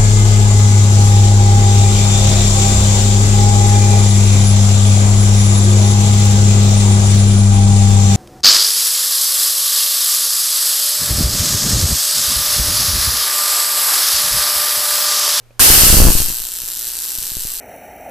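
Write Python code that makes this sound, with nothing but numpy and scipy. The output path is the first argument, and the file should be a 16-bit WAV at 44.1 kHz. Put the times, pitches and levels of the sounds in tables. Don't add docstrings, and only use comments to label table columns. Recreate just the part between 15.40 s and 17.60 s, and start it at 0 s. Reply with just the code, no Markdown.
import sys
import numpy as np
from scipy import signal
from scipy.fft import rfft, irfft
from scipy.io import wavfile

SR = 44100
rng = np.random.default_rng(int(sys.argv[2]) if len(sys.argv) > 2 else 0)


def to_wav(sig):
    pcm = np.clip(np.atleast_2d(sig), -1, 1) * 32767
    pcm = np.round(pcm).astype(np.int16)
    wavfile.write(sys.argv[1], SR, pcm.T)


def gain_from_db(level_db):
    decades = np.asarray(level_db, float) / 20
    return 10 ** decades


N = 97020

ON_S, MAINS_HZ = .1945, 60
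MOST_SNAPS = 500
CREST_MS, CHARGING_MS = 2.75, 1.15
SNAPS_PER_HALF_CYCLE, GAP_SCATTER, SIZE_SCATTER_DB = 1.52, .13, 1.8
OTHER_POLARITY_SNAP_DB = -2.5
# time_s, level_db
SNAP_LEVEL = [(.19, 8), (.202, 29), (.3, 24), (.45, 21.5), (.56, 17.5), (.7, 13.5), (.8, 11), (.92, 4),
              (1.05, 0), (1.18, -2), (1.35, -0.5), (1.7, 1.5), (2.0, 0), (2.2, -0.5)]
# pitch_hz, level_db
SNAP_COLOUR = [(180, -43.5), (300, -24.5), (420, -23), (640, -23.5), (1180, -17), (1680, -15), (2240, -20),
               (2900, -8.5), (3600, -13), (4800, -6.5), (6300, -7.5), (8370, -5), (10000, -4.5),
               (11900, -3.5), (14000, -3)]
# late_ms, share_left, share_right
ECHOES = [(.245, .5, .3), (.515, .85, .95), (.38, .1, .2), (1.3, .12, .12)]
# time_s, stretch (ratio)
SWAY = [(.2, .85), (.6, .92), (.85, .98), (1.1, 1.01), (1.4, 1.02), (1.56, .96), (1.62, 1.01), (1.9, 1.0),
        (2.2, .98)]
LEFT_LATE_MS, RIGHT_LATE_MS = 0.011, 0.00019
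ECHO_SCATTER_MS, ECHO_SCATTER_DB = .006, 2.5
STRAY_DB, STRAY_SPREAD_MS = -13, .65
# time_s, level_db
ROOM_LEVEL = [(.19, 6), (.5, 5), (.72, 0), (.95, -1.5), (2.2, -1.5)]
ROOM_T60_S, ROOM_ALIKE_HZ = 0.29, 3780
ROOM_SHIFT_S = .15
# start_s, held_s, recovery_s, depth_left, depth_right (full scale, before coupling)
JOLTS = [(0.2186, 0.002, 0.002, 0.325, -0.661), (0.3025, 0, 0.008, 0.824, 0.809),
         (0.361, 0.011, 0.016, 0.19, 0.099), (0.3782, 0.004, 0.004, 0.444, 0.257),
         (0.4195, 0, 0.008, 0.35, 0.17), (0.4349, 0.004, 0.016, 0.725, 0.47),
         (0.4676, 0.016, 0.001, 0.345, 0.344), (0.5016, 0.007, 0.001, -0.056, 0.406),
         (0.502, 0, 0.2, 0.718, 0.576), (0.5283, 0.007, 0.001, 0.962, 0.806),
         (0.5361, 0.002, 0.004, -0.024, 0.662), (0.5429, 0.002, 0.001, 0.669, 0.265),
         (0.5429, 0.016, 0.04, 0.285, 0.409), (0.5528, 0, 0.2, 0.362, 0.298),
         (0.5696, 0.007, 0.002, 0.441, 1.382), (0.5782, 0.007, 0.002, 0.066, 0.428),
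         (0.6014, 0.004, 0.04, 0.996, 0.55), (0.61, 0.004, 0.2, -0.233, 0.681),
         (0.6195, 0.007, 0.001, 1.398, 0.81), (0.6435, 0.016, 0.002, 0.62, 0.09),
         (0.6512, 0.004, 0.016, 0.831, 1.048), (0.6544, 0.004, 0.001, 0.328, 0.418),
         (0.6585, 0.004, 0.001, 0.65, 0.223), (0.6698, 0.007, 0.004, 1.711, 0.531),
         (0.6785, 0.007, 0.004, 0.442, 0.421), (0.7043, 0.011, 0.008, 0.699, 0.234),
         (0.7524, 0, 0.2, 0.679, 0.267), (0.8027, 0.016, 0.04, 0.461, 0.171),
         (0.8177, 0.016, 0.2, 0.216, 0.151), (0.8853, 0.016, 0.001, 0.115, 0.06),
         (0.9016, 0.011, 0.016, 0.217, 0.092), (0.9243, 0.016, 0.016, 0.056, 0.036),
         (1.0005, 0.011, 0.2, -0.001, -0.004), (1.0032, 0.011, 0.001, 0.03, 0.015),
         (1.2181, 0.016, 0.2, 0.011, 0.009), (1.2358, 0.016, 0.2, 0.028, 0.026),
         (1.3687, 0.016, 0.2, 0.01, 0.01), (1.4703, 0.016, 0.2, 0.012, 0.01),
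         (1.7846, 0.007, 0.2, 0.053, 0.034), (1.8177, 0.016, 0.2, 0.027, 0.011),
         (1.834, 0.004, 0.2, 0.015, 0.012), (1.9179, 0.007, 0.2, 0.054, 0.025),
         (1.9515, 0, 0.04, 0.023, 0.004), (1.9687, 0.016, 0.2, 0.13, 0.066),
         (1.985, 0.016, 0.2, 0.024, 0.018), (2.0172, 0.016, 0.008, 0.013, 0.009),
         (2.0517, 0.016, 0.04, 0.099, 0.062), (2.0735, 0.016, 0.04, 0.015, 0.017),
         (2.0975, 0.016, 0.008, 0.012, 0.005), (2.1166, 0.016, 0.016, 0.018, 0.011)]
JOLT_RISE_S, COUPLING_HZ = .0005, 7
# time_s, level_db
SMALL_JOLT_LEVEL = [(.19, -22), (.3, -13.5), (.5, -16), (.68, -2), (.73, -16.5), (.9, -37), (1.0, -46),
                    (1.3, -50), (1.75, -50), (2.2, -58)]
SMALL_JOLT_SCATTER_DB, SMALL_JOLT_RECOVERY_S = 4, 0.0023
SOUND_LATE_MS, OTHER_POLARITY_JOLT_DB = 0.71, -7.5
OVERLOAD = 0.96
# start_s, level_db, pitch_hz, t60_s
SWITCH = [(.1945, -15.5, 1076, 0.1), (0.1963, -10.5, 1573, 0.038)]
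# start_s, level_db, pitch_hz, t60_s
TICK = [(.107, -35.5, 557, 0.017), (0.108, -47.5, 2500, 0.019)]
# pitch_hz, level_db (rms)
HUM = [(118.4, -53), (236.9, -69), (2293, -79), (12328, -78), (13194, -80)]
HUM_DROP_DB, HUM_DROP_S = -10, .3
# pitch_hz, level_db
AIR_COLOUR = [(15, -20), (25, 18), (129, -46), (155, -12.5), (182, -54), (372, -20), (472, -16), (554, -20),
              (14000, -37)]
AIR_GAIN_DB = -50
TOP_HZ = 14100


def firings():
    t = np.arange(int(ON_S * SR), N) / SR
    phase_per_ms = 2 * np.pi * 2 * MAINS_HZ / 1000
    swing = np.cos((t * 1000 - CREST_MS) * phase_per_ms) - 1
    current = np.exp(swing / (CHARGING_MS * phase_per_ms) ** 2)
    charge = np.cumsum(current) / np.mean(current) * SNAPS_PER_HALF_CYCLE * 2 * MAINS_HZ / SR
    gap_scatter, size_scatter = rng.standard_normal((MOST_SNAPS, 2)).T
    needed = 1 + GAP_SCATTER * gap_scatter
    full = np.cumsum(needed) - needed[0]
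    fired = full < charge[-1]
    when = np.interp(full, charge, t)[fired]
    size_db = SIZE_SCATTER_DB * size_scatter[fired]
    return when, gain_from_db(size_db + OTHER_POLARITY_SNAP_DB * other_polarity(when))


def other_polarity(when):
    return when * MAINS_HZ % 1 > .5


def sparks(when, size):
    paths = np.array([(0.0093, 0.84, 0.67)] + ECHOES)
    count = len(when)
    scatter = rng.standard_normal((MOST_SNAPS, 2, len(paths)))[:count]
    stray = rng.standard_normal((MOST_SNAPS, 5))[:count] * gain_from_db(STRAY_DB)
    stray_ms = rng.random((MOST_SNAPS, 5))[:count] * STRAY_SPREAD_MS
    stretch = np.interp(when, *np.array(SWAY).T)[:, None]
    path_ms = paths[:, 0] * stretch + ECHO_SCATTER_MS * scatter[:, 0]
    path_gain = gain_from_db(ECHO_SCATTER_DB * scatter[:, 1])
    delay_ms = np.hstack([path_ms, stray_ms])
    near = []
    for share, late_ms in ((paths[:, 1], LEFT_LATE_MS), (paths[:, 2], RIGHT_LATE_MS)):
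        arrival = when[:, None] + (delay_ms + late_ms) / 1000
        strength = size[:, None] * np.hstack([share * path_gain, stray])
        near.append(impulses(arrival, strength))
    both = np.array(near) + curve(ROOM_LEVEL) * room(when, size)
    return colour(both, SNAP_COLOUR) * curve(SNAP_LEVEL)


def impulses(when, size):
    fine = np.zeros(4 * N)
    place = np.clip((when * 4 * SR).astype(int), 0, 4 * N - 1)
    np.add.at(fine, place.ravel(), 4 * size.ravel())
    return signal.resample_poly(fine, 1, 4)


def room(when, size):
    t = np.arange(SR // 3) / SR
    low = signal.butter(1, ROOM_ALIKE_HZ, "low", fs=SR, output="sos")
    high = signal.butter(1, ROOM_ALIKE_HZ, "high", fs=SR, output="sos")
    decay = np.exp(-np.log(1000) * t / ROOM_T60_S) * np.minimum(t / .005, 1)
    out = 0
    for centre in np.arange(0, N / SR + ROOM_SHIFT_S, ROOM_SHIFT_S):
        noise = rng.standard_normal((3, len(t)))
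        tail = (signal.sosfilt(low, noise[0]) + signal.sosfilt(high, noise[1:])) * decay
        tail = tail / np.sqrt(np.sum(tail[0] ** 2))
        share = np.cos(np.pi / 2 * np.clip((when - centre) / ROOM_SHIFT_S, -1, 1))
        clicks = np.bincount((when * SR).astype(int), size * share, N)
        out = out + signal.fftconvolve(clicks[None], tail, axes=1)[:, :N]
    return out


def jolts(when):
    t = np.arange(N) / SR
    db = SMALL_JOLT_SCATTER_DB * rng.standard_normal(MOST_SNAPS)[:len(when)]
    db = db + OTHER_POLARITY_JOLT_DB * other_polarity(when)
    ahead = np.maximum(when - SOUND_LATE_MS / 1000, ON_S)
    small = impulses(ahead, gain_from_db(db)) * curve(SMALL_JOLT_LEVEL)
    rise = int(JOLT_RISE_S * SR / 3)
    out = -signal.lfilter(np.ones(rise) / rise, [1, -np.exp(-1 / SR / SMALL_JOLT_RECOVERY_S)], small)
    for start, held, recovery, left, right in JOLTS:
        since = np.maximum(t - start, 0)
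        shift = np.minimum(since / JOLT_RISE_S, 1) * np.exp(-np.maximum(since - held, 0) / recovery)
        out = out - np.array([[left], [right]]) * shift
    return signal.sosfilt(signal.butter(2, COUPLING_HZ, "high", fs=SR, output="sos"), out)


def tick_and_switch():
    t = np.arange(N) / SR
    out = np.zeros(N)
    for start, db, hz, t60 in TICK + SWITCH:
        since = t - start
        decay = (since > 0) * np.exp(-np.log(1000) * np.abs(since) / t60)
        out += gain_from_db(db) * decay * np.sin(2 * np.pi * hz * since)
    return out


def appliance_hum():
    t = np.arange(N) / SR
    hum = sum(np.sqrt(2) * gain_from_db(db) * np.sin(2 * np.pi * (hz * t + rng.random())) for hz, db in HUM)
    return hum * gain_from_db(HUM_DROP_DB * np.clip((t - ON_S) / HUM_DROP_S, 0, 1))


def air():
    noise = rng.standard_normal((3, N))
    return gain_from_db(AIR_GAIN_DB) * colour(noise[0] + noise[1:], AIR_COLOUR)


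def curve(points):
    p = np.array(points)
    return gain_from_db(np.interp(np.arange(N) / SR, p[:, 0], p[:, 1]))


def colour(x, points):
    p = np.array(points)
    hz = np.maximum(np.arange(2049) * SR / 4096, 1)
    db = np.interp(np.log(hz), np.log(p[:, 0]), np.maximum(p[:, 1], -60))
    cepstrum = irfft(np.log(gain_from_db(db)))
    cepstrum[1:2048] *= 2
    cepstrum[2049:] = 0
    h = irfft(np.exp(rfft(cepstrum)))
    h = h / np.sqrt(np.sum(h ** 2))
    return signal.fftconvolve(x, h[None], axes=1)[:, :N]


def scene():
    when, size = firings()
    sound = sparks(when, size) + tick_and_switch() + appliance_hum() + air()
    return OVERLOAD * np.tanh(sound / OVERLOAD) + jolts(when)


def top_cut(x):
    return signal.sosfilt(signal.butter(12, 15540, fs=SR, output="sos"), x)


def record(dry):
    dull = signal.sosfilt(signal.ellip(12, .2, 60, TOP_HZ, fs=SR, output="sos"), dry)
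    return top_cut(np.clip(dull, -1, 1))


dry = scene()
out = record(dry)
to_wav(out)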